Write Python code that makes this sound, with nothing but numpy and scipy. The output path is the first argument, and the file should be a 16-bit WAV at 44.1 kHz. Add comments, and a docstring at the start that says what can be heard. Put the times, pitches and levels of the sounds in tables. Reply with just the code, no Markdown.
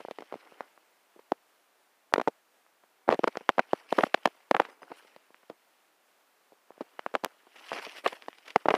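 """Very close, dry ticks and knocks, probably the grip shifting on the plastic shell of a small hand-held camera.
Outdoors on loose stone, the hand right at the microphone: each tick is a damped low swing, a bright snap and a rattle.
Gritty rubbing lies between the clusters: random grains coloured by the shell and by its surface.
Two ticks carry a bare click, a tiny metal ring gives three faint chinks as decaying sines,
and a quiet hiss of distant air and microphone, shaped from noise, runs underneath."""
import sys
import numpy as np
from scipy import signal
from scipy.fft import rfft, irfft
from scipy.io import wavfile
from scipy.ndimage import uniform_filter1d

SR = 44100
rng = np.random.default_rng(int(sys.argv[2]) if len(sys.argv) > 2 else 0)


def generate_wav(signal):
    """Clip the signal to [-1, 1] and save it as 16-bit WAV at the path in sys.argv[1]."""
    frames = np.transpose(np.atleast_2d(signal))
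    scaled = np.clip(frames, -1, 1) * 32767
    pcm = np.round(scaled).astype(np.int16)
    wavfile.write(sys.argv[1], SR, pcm)


N = 386757

# Ticks of the shell: [t/s, peak level of low part/dB, nominal pitch f/Hz, snap level re low part/dB,
# rattle t60/s, rattle level re first slip/dB]
SHELL_TICKS = [(0.0005, -31.5, 610, -13, 0.035, 4), (0.0499, -25, 583, -25, 0.016, -4),
               (0.0846, -27, 586, -26, 0.018, -7), (0.1109, -24.5, 550, -7.5, 0.032, -14),
               (0.186, -27, 620, -12.5, 0.042, -4.5), (0.206, -36.5, 445, -8, 0.02, 3),
               (0.2223, -30.5, 616, -15, 0.033, -4), (0.3246, -23.5, 636, -21, 0.043, -8),
               (0.34, -27, 400, -14, 0.011, 6), (0.355, -33, 286, -18, 0.036, -8),
               (0.522, -38.5, 543, -24, 0.028, -7), (0.6069, -20.5, 766, -17, 0.021, -11.5),
               (0.777, -41.5, 1000, -32, 0.018, -12), (1.1611, -46, 388, -20, 0.069, 0),
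               (1.192, -41.5, 730, -17, 0.018, 9), (1.32, -8.5, 587, -19.5, 0.013, -1),
               (1.3302, -47, 712, -11, 0.089, -3), (2.1251, -28, 670, -32, 0.02, -6),
               (2.1386, -1, 925, -6.5, 0.024, -26), (2.1595, -16, 780, -21, 0.013, 4),
               (2.1805, -12, 540, -22, 0.019, -1.5), (2.198, -15, 620, -18, 0.019, 1.5),
               (2.214, -17, 735, -12.5, 0.019, -8), (2.2753, -8.5, 656, -22.5, 0.033, -4.5),
               (2.2818, -13, 474, -19, 0.016, -3.5), (2.6647, -49.5, 1060, -13, 0.016, -14),
               (2.837, -47, 935, -19, 0.018, 1), (3.0776, -21, 458, -32, 0.2, 4),
               (3.0845, -25, 740, -14.5, 0.033, 2), (3.09, -1.5, 680, -24, 0.018, -17),
               (3.1028, -22, 756, -12, 0.067, 3), (3.112, -15, 740, -15.5, 0.047, -0.5),
               (3.1245, -11.5, 835, -13.5, 0.037, 1.5), (3.1377, -18, 634, -14, 0.036, 6.5),
               (3.1505, -35, 750, -18, 0.034, 5), (3.1922, -14, 400, -18.5, 0.023, -10),
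               (3.235, -20, 422, -18, 0.037, 1), (3.2416, -6, 775, -15, 0.014, -5),
               (3.275, -12, 750, -16, 0.026, 5), (3.3554, -24, 1050, -36, 0.031, -11),
               (3.371, -17.5, 593, -10, 0.019, -5), (3.4079, -35.5, 596, -17, 0.043, 5),
               (3.4917, -0.5, 1060, -16, 0.032, -14.5), (3.4975, -22, 920, -32, 0.017, 1),
               (3.5823, -9.5, 630, -20, 0.014, 1.5), (3.5928, -5, 954, -18, 0.024, 1),
               (3.733, -6, 570, -22, 0.016, -7.5), (3.9197, -27.5, 825, -14, 0.038, 15),
               (3.926, -8, 595, -17, 0.012, 1), (3.9834, -11, 555, -11, 0.05, 7),
               (3.9877, -7.5, 950, -21, 0.016, -0.5), (4.0076, -16.5, 820, -16.5, 0.025, 9),
               (4.0361, -7, 714, -19.5, 0.011, 10), (4.0665, -30, 664, -10, 0.018, 0),
               (4.144, -3, 1760, -19.5, 0.013, 2.5), (4.1733, -43, 844, -18, 0.056, 5),
               (4.2567, -3.5, 850, -11, 0.018, -4), (4.2737, -19, 616, -17.5, 0.024, -2.5),
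               (4.512, -3, 660, -12.5, 0.015, -6), (4.546, -8.5, 880, -21.5, 0.02, 10.5),
               (4.5662, -11.5, 1230, -13, 0.036, -13), (4.5994, -3.5, 960, -16.5, 0.018, 2),
               (4.6177, -25.5, 710, -14, 0.029, -3), (4.6513, -26, 1430, -32, 0.073, -10),
               (4.6869, -41.5, 710, -13, 0.023, -4), (4.8191, -39, 760, -36, 0.13, 0),
               (4.8315, -31.5, 1280, -25, 0.019, -15), (4.903, -40.5, 625, -29, 0.076, 3.5),
               (4.917, -30, 586, -17.5, 0.014, 15), (5.048, -49, 648, -18, 0.029, 3),
               (5.163, -37, 640, -7, 0.021, -2), (5.305, -45, 593, -32, 0.017, -5),
               (5.3447, -36, 1560, -24, 0.027, -16), (5.431, -49, 1040, -22, 0.045, -2.5),
               (5.498, -28.5, 505, -15, 0.034, 6), (5.5042, -41, 470.4, -25.5, 0.072, 8),
               (6.5215, -43, 540, -23, 0.02, -15.5), (6.5288, -49.5, 508, -14, 0.038, 0),
               (6.7055, -34.5, 573, -27, 0.029, -14.5), (6.7192, -47, 1180, -16.5, 0.024, -7.5),
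               (6.7789, -41, 514, -38, 0.02, -24), (6.8083, -21.5, 504, -21.5, 0.038, -5),
               (6.815, -37.5, 653, -11, 0.043, 7), (6.993, -20.5, 966, -15, 0.0097, 0),
               (7.0633, -14.5, 870, -23, 0.024, -14.5), (7.141, -22, 716, -17, 0.029, -1.5),
               (7.152, -8.5, 970, -13.5, 0.033, -5.5), (7.2363, -18.5, 480, -18, 0.045, 17),
               (7.247, -14.5, 990, -6.5, 0.02, -20), (7.26, -24, 704, -16, 0.025, -3),
               (7.4691, -45, 707, -15, 0.049, -6), (7.559, -45.5, 1145, 1.5, 0.093, -2.5),
               (7.7177, -18, 780, -27, 0.11, -10.5), (7.731, -21, 950, -7.5, 0.17, -15),
               (7.786, -29.5, 770, -3, 0.073, 2), (7.8664, -31, 756, -24, 0.056, -3.5),
               (7.9826, -37.5, 1110, 1, 0.066, 0), (8.043, -34, 765, -2, 0.033, 23),
               (8.061, -10, 950, -23, 0.031, 4), (8.075, -33.5, 1840, 11.5, 0.053, 0),
               (8.125, -31.5, 750, -3, 0.028, 14), (8.223, -30, 2420, -20, 0.027, -12),
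               (8.2618, -40, 2060, -18, 0.025, -16), (8.2836, -22.5, 693, -17, 0.012, 5.5),
               (8.33, -35.5, 1810, -21, 0.026, -20), (8.3838, -38.5, 1810, -1.5, 0.061, -13.5),
               (8.4797, -32, 2290, -3, 0.032, -6), (8.5052, -29, 2400, -4, 0.028, -11),
               (8.56, -1.5, 780, -15, 0.02, -6.5), (8.657, -11, 570, -26, 0.033, -5),
               (8.6852, -2.5, 695, -21, 0.03, -5.5), (8.7046, -10, 844, -14.5, 0.043, 7),
               (8.7403, -6, 665, -19.5, 0.028, -3.5), (8.75, -18, 910, -11, 0.046, -1.5),
               (8.7617, -29, 1060, -15, 0.027, -9)]
# Colour of the snap: [f/Hz, relative level/dB]
SNAP_SPECTRUM = [(900, -33), (1800, 9.5), (3000, 6.5), (5000, -3.5), (8000, -14.5), (12000, -20.5),
                 (16000, -32)]
# Sliding skin, on and off: [t/s, dull level/dB, gritty level/dB]
SKIN_SLIDE = [(0, -65, -62), (.14, -72, -68.5), (.45, -62, -66.5), (.63, -60, -68.5), (.76, -78, -81),
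              (2.05, -90.5, -90.5), (2.24, -67, -70), (2.5, -92, -94), (3.0, -77.5, -89.5),
              (3.17, -65, -67), (3.4, -62, -64.5), (3.47, -72.5, -69.5), (3.68, -63.5, -66),
              (3.76, -59, -58.5), (3.851, -66.5, -66.5), (4.3, -65, -65), (4.47, -73, -77),
              (4.64, -54, -58.5), (4.77, -68.5, -79), (4.95, -60.5, -61.5), (5.2, -73.5, -71.5),
              (5.6, -88, -80.5), (6.6, -81.5, -88.5), (6.8, -68.5, -77), (7.15, -66, -71),
              (7.5, -72.5, -72), (7.57, -60, -58), (7.74, -52.5, -50), (7.99, -59, -54.5),
              (8.026, -76, -67), (8.06, -51, -50.5), (8.15, -58.5, -52), (8.19, -67.5, -65.5),
              (8.36, -68.5, -63.5), (8.42, -73, -69), (8.77, -70, -62)]
# Short scuffs on top of the slide: [start t/s, length t/s, dull level/dB, gritty level/dB, fizzy level/dB]
SHORT_SCUFFS = [(3.88, 0.12, -59, -52, -67), (3.939, 0.16, -48, -50, -62), (4.674, 0.083, -57, -68, -77),
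                (4.952, .06, -71, -59.5, -68), (7.724, 0.044, -49, -49, -62.5),
                (7.751, 0.057, -39.5, -46, -70), (7.808, 0.066, -49, -44.5, -62),
                (7.951, 0.063, -58, -52, -62.5), (8.037, 0.051, -38.5, -46, -60),
                (8.209, 0.053, -62, -59, -85), (8.444, 0.098, -56, -52.5, -74),
                (8.565, 0.079, -60.5, -66, -76), (8.69, 0.071, -63, -57, -68), (8.742, .05, -37, -53, -66)]
# Colour of low grains through the shell: [f/Hz, relative level/dB]
DULL_SPECTRUM = [(120, -35.5), (300, -5), (700, -2.5), (1500, -3.5), (2500, -16), (5000, -53.5)]
# Colour of finer grit at the surface: [f/Hz, relative level/dB]
GRIT_SPECTRUM = [(900, -29.5), (1900, 0), (3000, 0.5), (3600, -8.5), (5600, -10), (7000, -24.5),
                 (9000, -51)]
# Colour of the fizz at the surface: [f/Hz, relative level/dB]
FIZZ_SPECTRUM = [(4000, -43.5), (7000, -3.5), (9700, 1), (15400, -11.5), (15600, -60)]
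# Colour of distant air and microphone hiss: [f/Hz, relative level/dB]
HISS_SPECTRUM = [(30, -36.5), (120, -26), (200, -12), (330, -5), (700, -0.5), (1600, -4), (3300, -10.5),
                 (6000, -15), (15400, -16.5), (15600, -46.5)]
# Bare, needle-sharp clicks on top of two ticks: [t/s, level/dB]
SHARP_CRACKS = [(2.138, -22.5), (7.247, -11)]
# Light touches of the metal ring: [t/s, level/dB]
RING_CHINKS = [(4.69, -66), (4.715, -64), (4.819, -56.5)]
# Modes of the metal ring: [f/Hz, relative level/dB, t60/s]
RING_MODES = [(4960, 0, 0.072), (6130, -7, .08), (9625, -8, 0.11), (10900, -12, .07)]

SLIDE_FIZZ_DB = -15  # fizzy part of the slide, relative to its gritty part
RISE, FALL = 0.24, 0.37  # shares of a scuff spent pressing on and easing off
HISS_DB = -68.5  # rms before its swell
BASS_CUT_HZ, EDGE_HZ = 210, 16400  # lower and upper limits of the microphone channel
CEILING = 0.85  # level the soft overload approaches, full scale = 1


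def gain_of(db):
    """Decibels to gain."""
    return 10 ** (np.asarray(db) / 20)


def evened(x):
    """Scales to an rms of one."""
    return x / np.sqrt(np.mean(x ** 2) + 1e-20)


def add(mix, s, sound):
    """Mixes a sound in at a time in seconds, cut off at the end of the mix."""
    part = mix[round(s * SR):][:len(sound)]
    part += sound[:len(part)]


def response(points, size=1024):
    """Causal (minimum-phase) impulse response of energy one with the given spectrum."""
    f, db = np.transpose(points)
    log_f = np.log(abs(np.fft.fftfreq(size, 1 / SR)) + 1)
    log_gain = np.log(gain_of(np.interp(log_f, np.log(f), db)))
    spectrum = np.exp(np.conj(signal.hilbert(log_gain)))
    taps = np.fft.ifft(spectrum).real[:size // 2]
    return taps / np.linalg.norm(taps)


def blow(hz, cycles=0.35, sag=0.73, settle=0.65, rise=0.31):
    """A heavily damped swing of the shell whose pitch sags towards settle * hz as it dies."""
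    u = np.arange(400) / SR * hz * settle  # time in cycles of the settled pitch
    phase = u + sag * (1 - np.exp(-u / 1.07))
    onset = 1 - np.exp(-(u / rise) ** 2)
    swing = -np.sin(2 * np.pi * phase) * onset * np.exp(-u / cycles * 2)
    return swing / abs(swing).max()


def ticks(lead=0.004):
    """Each tick is one slip, with slips leading into it and a dying rattle after; all swing low, and the main
    slip and the higher rattle slips also snap bright."""
    out, t = np.zeros(N), np.arange(3000) / SR - lead
    snap = response(SNAP_SPECTRUM)
    slip = 1. * (np.arange(len(t)) == np.argmin(abs(t)))
    chance = rng.random((len(SHELL_TICKS), 4, len(t)))
    for (s, db, hz, snap_db, t60, rattle_db), (when, size, fuzz, spot) in zip(SHELL_TICKS, chance):
        # the grip gives way a little before it slips
        swell_db = np.where(t > 0, -60 * t / t60, -16 + 4000 * t)
        slips = (when < 2600 / SR) * (2 * size - 1)  # about 2600 per second
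        rattle = slips * gain_of(rattle_db + swell_db) * (abs(t) > 0.0008)
        # the rattle wanders over the shell: some slips sound lower, some higher
        deep = rattle * (spot < 0.5)
        thin = (rattle - deep) * gain_of(-30 * abs(t) / t60)  # the brighter slips die sooner
        low = np.convolve(slip, blow(hz))
        low = low + np.convolve(deep, blow(np.sqrt(350 * hz)))
        low = low + np.convolve(thin, blow(1.765 * hz))
        # the snap frays: a clean edge, then the main slip and the higher rattle slips are smeared into a short
        # noisy scratch
        smear = np.exp(-np.arange(120) / SR / 0.00069)
        scratch = np.convolve(0.28 * slip + abs(thin), smear)[:len(t)] * (2 * fuzz - 1)
        bright = np.convolve(scratch - 0.8 * slip, snap)[:len(t)]
        both = low[:len(t)] / abs(low).max() + gain_of(snap_db) * bright / abs(bright).max()
        add(out, max(s - lead, 0), gain_of(db) * both)
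    return out


def strokes():
    """Gain of the three parts of the rubbing: the slide, plus scuffs that press on, hold and ease off."""
    t = np.arange(N) / SR
    s, dull_db, grit_db = np.transpose(SKIN_SLIDE)
    parts_db = (dull_db, grit_db, grit_db + SLIDE_FIZZ_DB)
    power = gain_of([np.interp(t, s, db) for db in parts_db]) ** 2
    for start, length, *levels_db in SHORT_SCUFFS:
        u = (t - start) / length
        press = np.clip(np.minimum(u / RISE, (1 - u) / FALL), 0, 1)
        power = power + (gain_of(levels_db)[:, None] * press) ** 2
    return np.sqrt(power)


def grains(per_s, spread_db, lumpy_db):
    """Random clicks of uneven size that come in clumps of some milliseconds."""
    size = gain_of(spread_db * np.minimum(rng.exponential(1, N), 5)) * rng.standard_normal(N)
    clumps = evened(uniform_filter1d(uniform_filter1d(rng.standard_normal(N), 400), 300))
    clicks = size * (rng.random(N) < per_s / SR)
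    return evened(clicks * gain_of(lumpy_db * clumps))


def patchy(x, patchy_db):
    """Random patches of the spectrum swell and fade, as the rubbed spot moves."""
    z = signal.stft(x, nperseg=512)[2]
    noise = rng.standard_normal(z.shape)
    patches = evened(uniform_filter1d(uniform_filter1d(noise, 5, 0), 6, 1))  # over bins, then frames
    return signal.istft(z * gain_of(patchy_db * patches), nperseg=512)[1][:N]


def rubbing():
    """Stick and slip: dense low grains through the shell, finer grit and fizz at the surface."""
    dull, grit, fizz = strokes()
    low = signal.oaconvolve(dull * grains(4000, 2.2, 1.8), response(DULL_SPECTRUM))
    mid = signal.oaconvolve(grit * grains(5000, 3, 2.2), response(GRIT_SPECTRUM))
    top = signal.oaconvolve(fizz * grains(17000, 2.7, 0.6), response(FIZZ_SPECTRUM))
    return patchy((low + mid + top)[:N], 2.3)


def hiss():
    """Distant air and the hiss of the microphone: coloured noise, swelling a little."""
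    f, db = np.transpose(HISS_SPECTRUM)
    log_f = np.log(np.fft.rfftfreq(N, 1 / SR) + 1)
    colour = gain_of(np.interp(log_f, np.log(f), db))
    noise = irfft(rfft(rng.standard_normal(N)) * colour, N)
    swell = evened(uniform_filter1d(uniform_filter1d(rng.standard_normal(N), 5000), 5000))
    return gain_of(HISS_DB + 0.6 * swell) * evened(noise)


def cracks():
    """Needle-sharp clicks, each a single negative sample."""
    out = np.zeros(N)
    for s, db in SHARP_CRACKS:
        add(out, s, -gain_of([db]))
    return out


def chinks():
    """A small metal ring touched lightly: decaying sine modes with a soft onset."""
    out, t = np.zeros(N), np.arange(6000) / SR
    ring = sum(gain_of(db - 60 * t / t60) * np.sin(2 * np.pi * hz * t) for hz, db, t60 in RING_MODES)
    onset = 1 - np.exp(-t / 0.003)
    for s, db in RING_CHINKS:
        add(out, s, gain_of(db) * ring * onset)
    return out


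def scene():
    """All handling sounds reach one close microphone without any echo."""
    mix = ticks() + rubbing() + cracks() + chinks()
    return mix[None]


def record(dry):
    """Bass cut, soft overload on the hardest blows, added hiss, band limit."""
    bass_cut = signal.butter(3, BASS_CUT_HZ, "high", fs=SR, output="sos")
    thin = signal.sosfilt(bass_cut, dry)
    loud = CEILING * np.tanh(thin / CEILING) + hiss()
    band_limit = signal.firwin(511, EDGE_HZ, window=("kaiser", 9), fs=SR)
    return signal.oaconvolve(loud, band_limit[None], "same")


dry = scene()
out = record(dry)
generate_wav(out)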